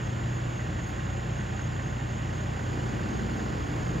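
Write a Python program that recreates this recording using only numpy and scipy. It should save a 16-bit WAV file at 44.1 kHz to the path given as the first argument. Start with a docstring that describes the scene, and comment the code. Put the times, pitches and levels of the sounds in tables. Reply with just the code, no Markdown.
"""A car park at night. A six-cylinder diesel idles nearby: its exhaust drones, its cylinders knock
(one louder than the rest) and its valves tick over ringing panels and a steady rumble. An ambulance
rolls slowly closer: its growl and tyre spray swell, its exhaust booms, its whine sinks. One cricket
chirps with its wings over a high chorus of others, faint air and one brief hiss. Two microphone
ports give the noises their stereo width."""
import sys
import numpy as np
from scipy import signal
from scipy.fft import rfft, irfft
from scipy.io import wavfile

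SR = 44100
rng = np.random.default_rng(int(sys.argv[2]) if len(sys.argv) > 2 else 0)


def master(y):
    """Save y as 16-bit WAV."""
    cut = np.clip(np.atleast_2d(y).T, -1, 1)
    pcm = np.round(cut * 32767)  # scale
    wavfile.write(sys.argv[1], SR, pcm.astype(np.int16))


N = 176400


def undb(db):
    """Decibels to gain."""
    return 10 ** (np.asarray(db) / 20)


def curve(table, column=1):
    """A table column interpolated over time."""
    rows = np.array(table, float)
    return np.interp(np.arange(N) / SR, rows[:, 0], rows[:, column])


def by_hz(table, column=1):
    """A table column interpolated over log frequency."""
    rows = np.array(table, float)
    hz = np.maximum(np.fft.rfftfreq(N, 1 / SR), 1)
    return np.interp(np.log(hz), np.log(rows[:, 0]), rows[:, column])


def walk(rate_hz):
    """Smooth random drift, standard deviation 1."""
    lowpass = np.exp(-(np.fft.rfftfreq(N, 1 / SR) / rate_hz) ** 2)
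    drift = irfft(rfft(rng.standard_normal(N)) * lowpass, N)
    return drift / drift.std()


def noise(spectrum):
    """Two independent noises with the given spectrum."""
    white = rfft(rng.standard_normal((2, N)))
    return irfft(white * undb(by_hz(spectrum)) * np.sqrt(SR / 2), N)


def ring(hz, half_width_hz):
    """Two independent noises in one steep resonance, rms 1."""
    detuning = (np.fft.rfftfreq(N, 1 / SR) - hz) / half_width_hz
    pair = irfft(rfft(rng.standard_normal((2, N))) / (1 + detuning ** 2), N)
    return pair / pair.std()


# Microphone ports. Each row: frequency in Hz, correlation, left lead in rad, left minus right in dB.
PORT_RESPONSE = [(70, .93, 0, .7), (130, .93, .1, -.5), (200, .84, .3, -.5), (310, .76, 0, -.3),
                 (430, .42, 0, .3), (540, .1, -1.5, -1), (760, .5, -3.1, -2.6), (1200, .42, -2.8, -3.4),
                 (1520, .78, -1.55, -5.3), (1950, .8, -.62, -3.8), (2400, .93, -.3, -.3),
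                 (3600, .999, 0, 0), (6000, .999, 0, 0), (7600, .99, 0, 0), (10000, .3, 3, 0)]

def ports(pair):
    """Two noises mixed to the partly correlated signals at the left and right ports."""
    correlation = by_hz(PORT_RESPONSE)
    shared, apart = rfft(pair)
    side = np.array([[1], [-1]])
    mixed = np.sqrt((1 + correlation) / 2) * shared + side * np.sqrt((1 - correlation) / 2) * apart
    lead = np.exp(.5j * side * by_hz(PORT_RESPONSE, column=2))
    balance = undb(side * by_hz(PORT_RESPONSE, column=3) / 2)
    return irfft(mixed * lead * balance, N)


# Night air. Each row: frequency in Hz, density in dB per Hz.
AIR_SPECTRUM = [(5000, -130), (10500, -109), (15500, -113)]

def night_air():
    """Faint, steady treble noise."""
    return ports(noise(AIR_SPECTRUM))


# Hiss at its peak. Each row: frequency in Hz, density in dB per Hz.
HISS_SPECTRUM = [(8500, -125), (10300, -99), (12000, -99), (13500, -115)]

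def brief_hiss(peak_s=.89, half_length_s=.028):
    """One faint, very high hiss."""
    envelope = np.exp(-((np.arange(N) / SR - peak_s) / half_length_s) ** 2)
    return ports(noise(HISS_SPECTRUM) * envelope)


# Far crickets. Each row: frequency in Hz, density in dB per Hz.
CHORUS_SPECTRUM = [(6100, -112), (6450, -85.5), (6630, -92), (6820, -82), (7000, -83), (7170, -85.5),
                   (7350, -96), (7800, -101), (8800, -120)]

def chorus(flutter_db=.43):
    """Many far insects merge into a fluttering high band."""
    return ports(noise(CHORUS_SPECTRUM) * undb(flutter_db * walk(42)))


# Near cricket. Each row: start in seconds, level in dB.
CRICKET_CHIRPS = [(0.0, -54), (.258, -54), (.515, -54), (.778, -52), (1.04, -55), (1.295, -52.5),
                  (1.552, -50.5), (1.81, -51.5), (2.06, -53.5), (2.315, -55), (2.57, -56.5), (2.825, -55),
                  (3.075, -52), (3.33, -53), (3.575, -55), (3.818, -52.5)]

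def cricket(pitch_hz=6495, rise_hz=50.7, stroke_hz=37, chirp_s=.139, roughness=.26):
    """Each chirp is a short run of wing strokes on a slightly rising tone."""
    t, out = np.arange(N) / SR, np.zeros(N)
    rasp = roughness * ring(pitch_hz + rise_hz / 2, half_width_hz=140)[0]
    for start_s, db in CRICKET_CHIRPS:
        on = (t > start_s) & (t - start_s < chirp_s)
        age_s = t[on] - start_s
        strokes = np.sin(np.pi * stroke_hz * age_s) ** 2 * np.sqrt(np.sin(np.pi * age_s / chirp_s))
        hz = pitch_hz + rise_hz * age_s / chirp_s
        tone = np.sqrt(2) * np.sin(2 * np.pi * np.cumsum(hz) / SR)
        out[on] += undb(db) * strokes * (tone + rasp[on])
    return out


# Ambulance engine and tyre spray at 0 dB gain. Each row: frequency in Hz, density in dB per Hz.
GROWL_SPECTRUM = [(30, -95), (65, -62.5), (140, -68.5), (220, -61), (330, -63.5), (440, -65), (540, -73.5),
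                  (800, -71), (1500, -78.5), (3700, -96), (4800, -90), (7000, -106), (15000, -114)]
SPRAY_SPECTRUM = [(7500, -122), (10000, -105), (12000, -105), (13200, -116), (15000, -110)]
# Their swell on approach. Each row: time in seconds, gain in dB.
GROWL_GAIN = [(0, -12), (2.15, -15.5), (2.36, -6.5), (2.62, -5.5), (2.73, -1.5), (3.3, -0.5), (3.55, -0.5),
              (4, -.5)]
SPRAY_GAIN = [(0, -9), (2.2, -12), (2.6, -4), (3.2, -5), (3.35, 0), (3.5, -6), (3.8, 0), (4, -3)]
# Exhaust booms. Each row: peak time and half length in seconds, frequency in Hz, level in dB.
EXHAUST_BOOMS = [(3.14, .36, 214, -37.5), (3.72, .3, 64, -38), (3.923, .09, 162, -38)]
# Whine as it slows. Each row: time in seconds, pitch in Hz, level in dB.
WHINE_TRACK = [(0, 343, -52), (.3, 333.2, -51.5), (.68, 305, -48.5), (1.1, 308, -59), (2.6, 323.4, -63),
               (3.05, 310, -51), (3.35, 304.2, -44.5), (3.65, 294.3, -50), (4, 290.5, -45)]

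def ambulance(pulse_hz=43.96, pulse_depth=.34, wander_cycles=.26, whine_waver_db=2):
    """The engine pulses under load, tyres spray on the damp road, the exhaust booms, a whine sinks."""
    t = np.arange(N) / SR
    pulses = 1 + pulse_depth * np.sin(2 * np.pi * (pulse_hz * t + wander_cycles * walk(6.6)))
    growl = ports(noise(GROWL_SPECTRUM)) * pulses * undb(curve(GROWL_GAIN))
    spray = ports(noise(SPRAY_SPECTRUM)) * undb(curve(SPRAY_GAIN))
    booms = 0
    for peak_s, half_length_s, hz, db in EXHAUST_BOOMS:
        envelope = undb(db) * np.exp(-((t - peak_s) / half_length_s) ** 2)
        booms += ports(ring(hz, half_width_hz=9.5)) * envelope
    whine_db = curve(WHINE_TRACK, column=2) + whine_waver_db * walk(8)
    whine = np.sqrt(2) * np.sin(2 * np.pi * np.cumsum(curve(WHINE_TRACK)) / SR) * undb(whine_db)
    return growl + spray + booms + whine


CYCLE_HZ, CYLINDERS = 5.0, 6  # each diesel cylinder fires once a cycle

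# Diesel exhaust. Each row: multiple of CYCLE_HZ, level in dB.
DRONE_HARMONICS = [(12, -41.5), (15, -54.5), (18, -41), (20, -54), (23, -56.5), (24, -36.3), (26, -53.5),
                   (30, -45), (34, -56), (38, -54.5), (40, -55), (42, -53.5), (44, -52)]

def exhaust_drone(waver_db=1.37, wander_cycles=.0015):
    """Wavering harmonics of the engine cycle; multiples of six are firing harmonics."""
    cycles = CYCLE_HZ * np.arange(N) / SR + wander_cycles * walk(2.4)
    out = 0
    for multiple, db in DRONE_HARMONICS:
        amplitude = np.sqrt(2) * undb(db + waver_db * walk(2.7))
        out += amplitude * np.sin(2 * np.pi * (multiple * cycles + rng.random()))
    return out


def firings(offset_s, cylinder_db, rise_s, decay_s, scatter_db=.6):
    """Envelope of one burst per firing, each slightly different in strength."""
    t, power = np.arange(N) / SR - offset_s, 0
    for k, db in enumerate(cylinder_db):
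        cycles = t * CYCLE_HZ - k / len(cylinder_db) + 2  # + 2 keeps the index positive
        age_s = cycles % 1 / CYCLE_HZ
        strength = undb(db + scatter_db * rng.standard_normal(32))[cycles.astype(int)]
        attack = 1 - np.exp(-(age_s / rise_s) ** 2)
        power += (strength * attack * np.exp(-age_s / decay_s)) ** 2
    return np.sqrt(2 * power)


# Knock per cylinder, in firing order. Each entry: gain in dB.
KNOCK_GAINS_DB = [0, -9, -4.5, -5, -5.5, -6]
# Diesel noises before any envelope. Each row: frequency in Hz, density in dB per Hz.
KNOCK_SPECTRUM = [(900, -89), (1350, -79), (1500, -59.8), (1630, -67.5), (1870, -64), (2070, -68.5),
                  (2300, -85), (4500, -102), (9000, -128)]
VALVE_SPECTRUM = [(2000, -89), (2620, -92), (2750, -74), (2870, -74), (3080, -83.5), (3400, -80),
                  (3900, -96), (9000, -122)]
RUMBLE_SPECTRUM = [(18, -85), (28, -81), (45, -63), (90, -58), (135, -57), (185, -61.5), (260, -67.5),
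                   (320, -65), (420, -71.5), (600, -70), (900, -72), (1250, -74.5), (1850, -77.5),
                   (2300, -81.5), (3200, -84.5), (4100, -92), (5000, -93), (6100, -96), (8800, -111),
                   (15500, -114)]
# Ringing panels and pipes. Each row: frequency in Hz, half width in Hz, level in dB.
PANEL_MODES = [(556, 9, -56), (762, 22, -52), (1066, 6, -57), (1454, 9, -59.5), (1847, 18, -60),
               (2735, 18, -66.5)]

def idling_diesel(loud_knock_s=.1908, slap_lag_s=.0165, slap_db=-5.5, valve_lag_s=.0035):
    """Drone, combustion knock, valve ticks, panels and rumble; a slap trails the loud cylinder."""
    drone = exhaust_drone()
    knock_shape, tick_shape = dict(rise_s=.0025, decay_s=.0058), dict(rise_s=.005, decay_s=.011)
    knock = noise(KNOCK_SPECTRUM) * firings(loud_knock_s, KNOCK_GAINS_DB, **knock_shape)
    slap = noise(KNOCK_SPECTRUM) * firings(loud_knock_s + slap_lag_s, [slap_db], **knock_shape)
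    valves = noise(VALVE_SPECTRUM) * firings(loud_knock_s + valve_lag_s, [0] * CYLINDERS, **tick_shape)
    panels = sum(undb(db) * ring(hz, half_width_hz) for hz, half_width_hz, db in PANEL_MODES)
    return drone + ports(knock + slap + valves + panels + noise(RUMBLE_SPECTRUM))


def scene():
    """Both vehicles, the insects, the hiss and the air, in stereo."""
    return idling_diesel() + ambulance() + cricket() + chorus() + brief_hiss() + night_air()


def record(dry):
    """A steep low-pass cuts the top treble."""
    cutoff_hz = 15750
    return signal.sosfilt(signal.ellip(8, .2, 70, cutoff_hz, fs=SR, output="sos"), dry)


dry = scene()
out = record(dry)
master(out)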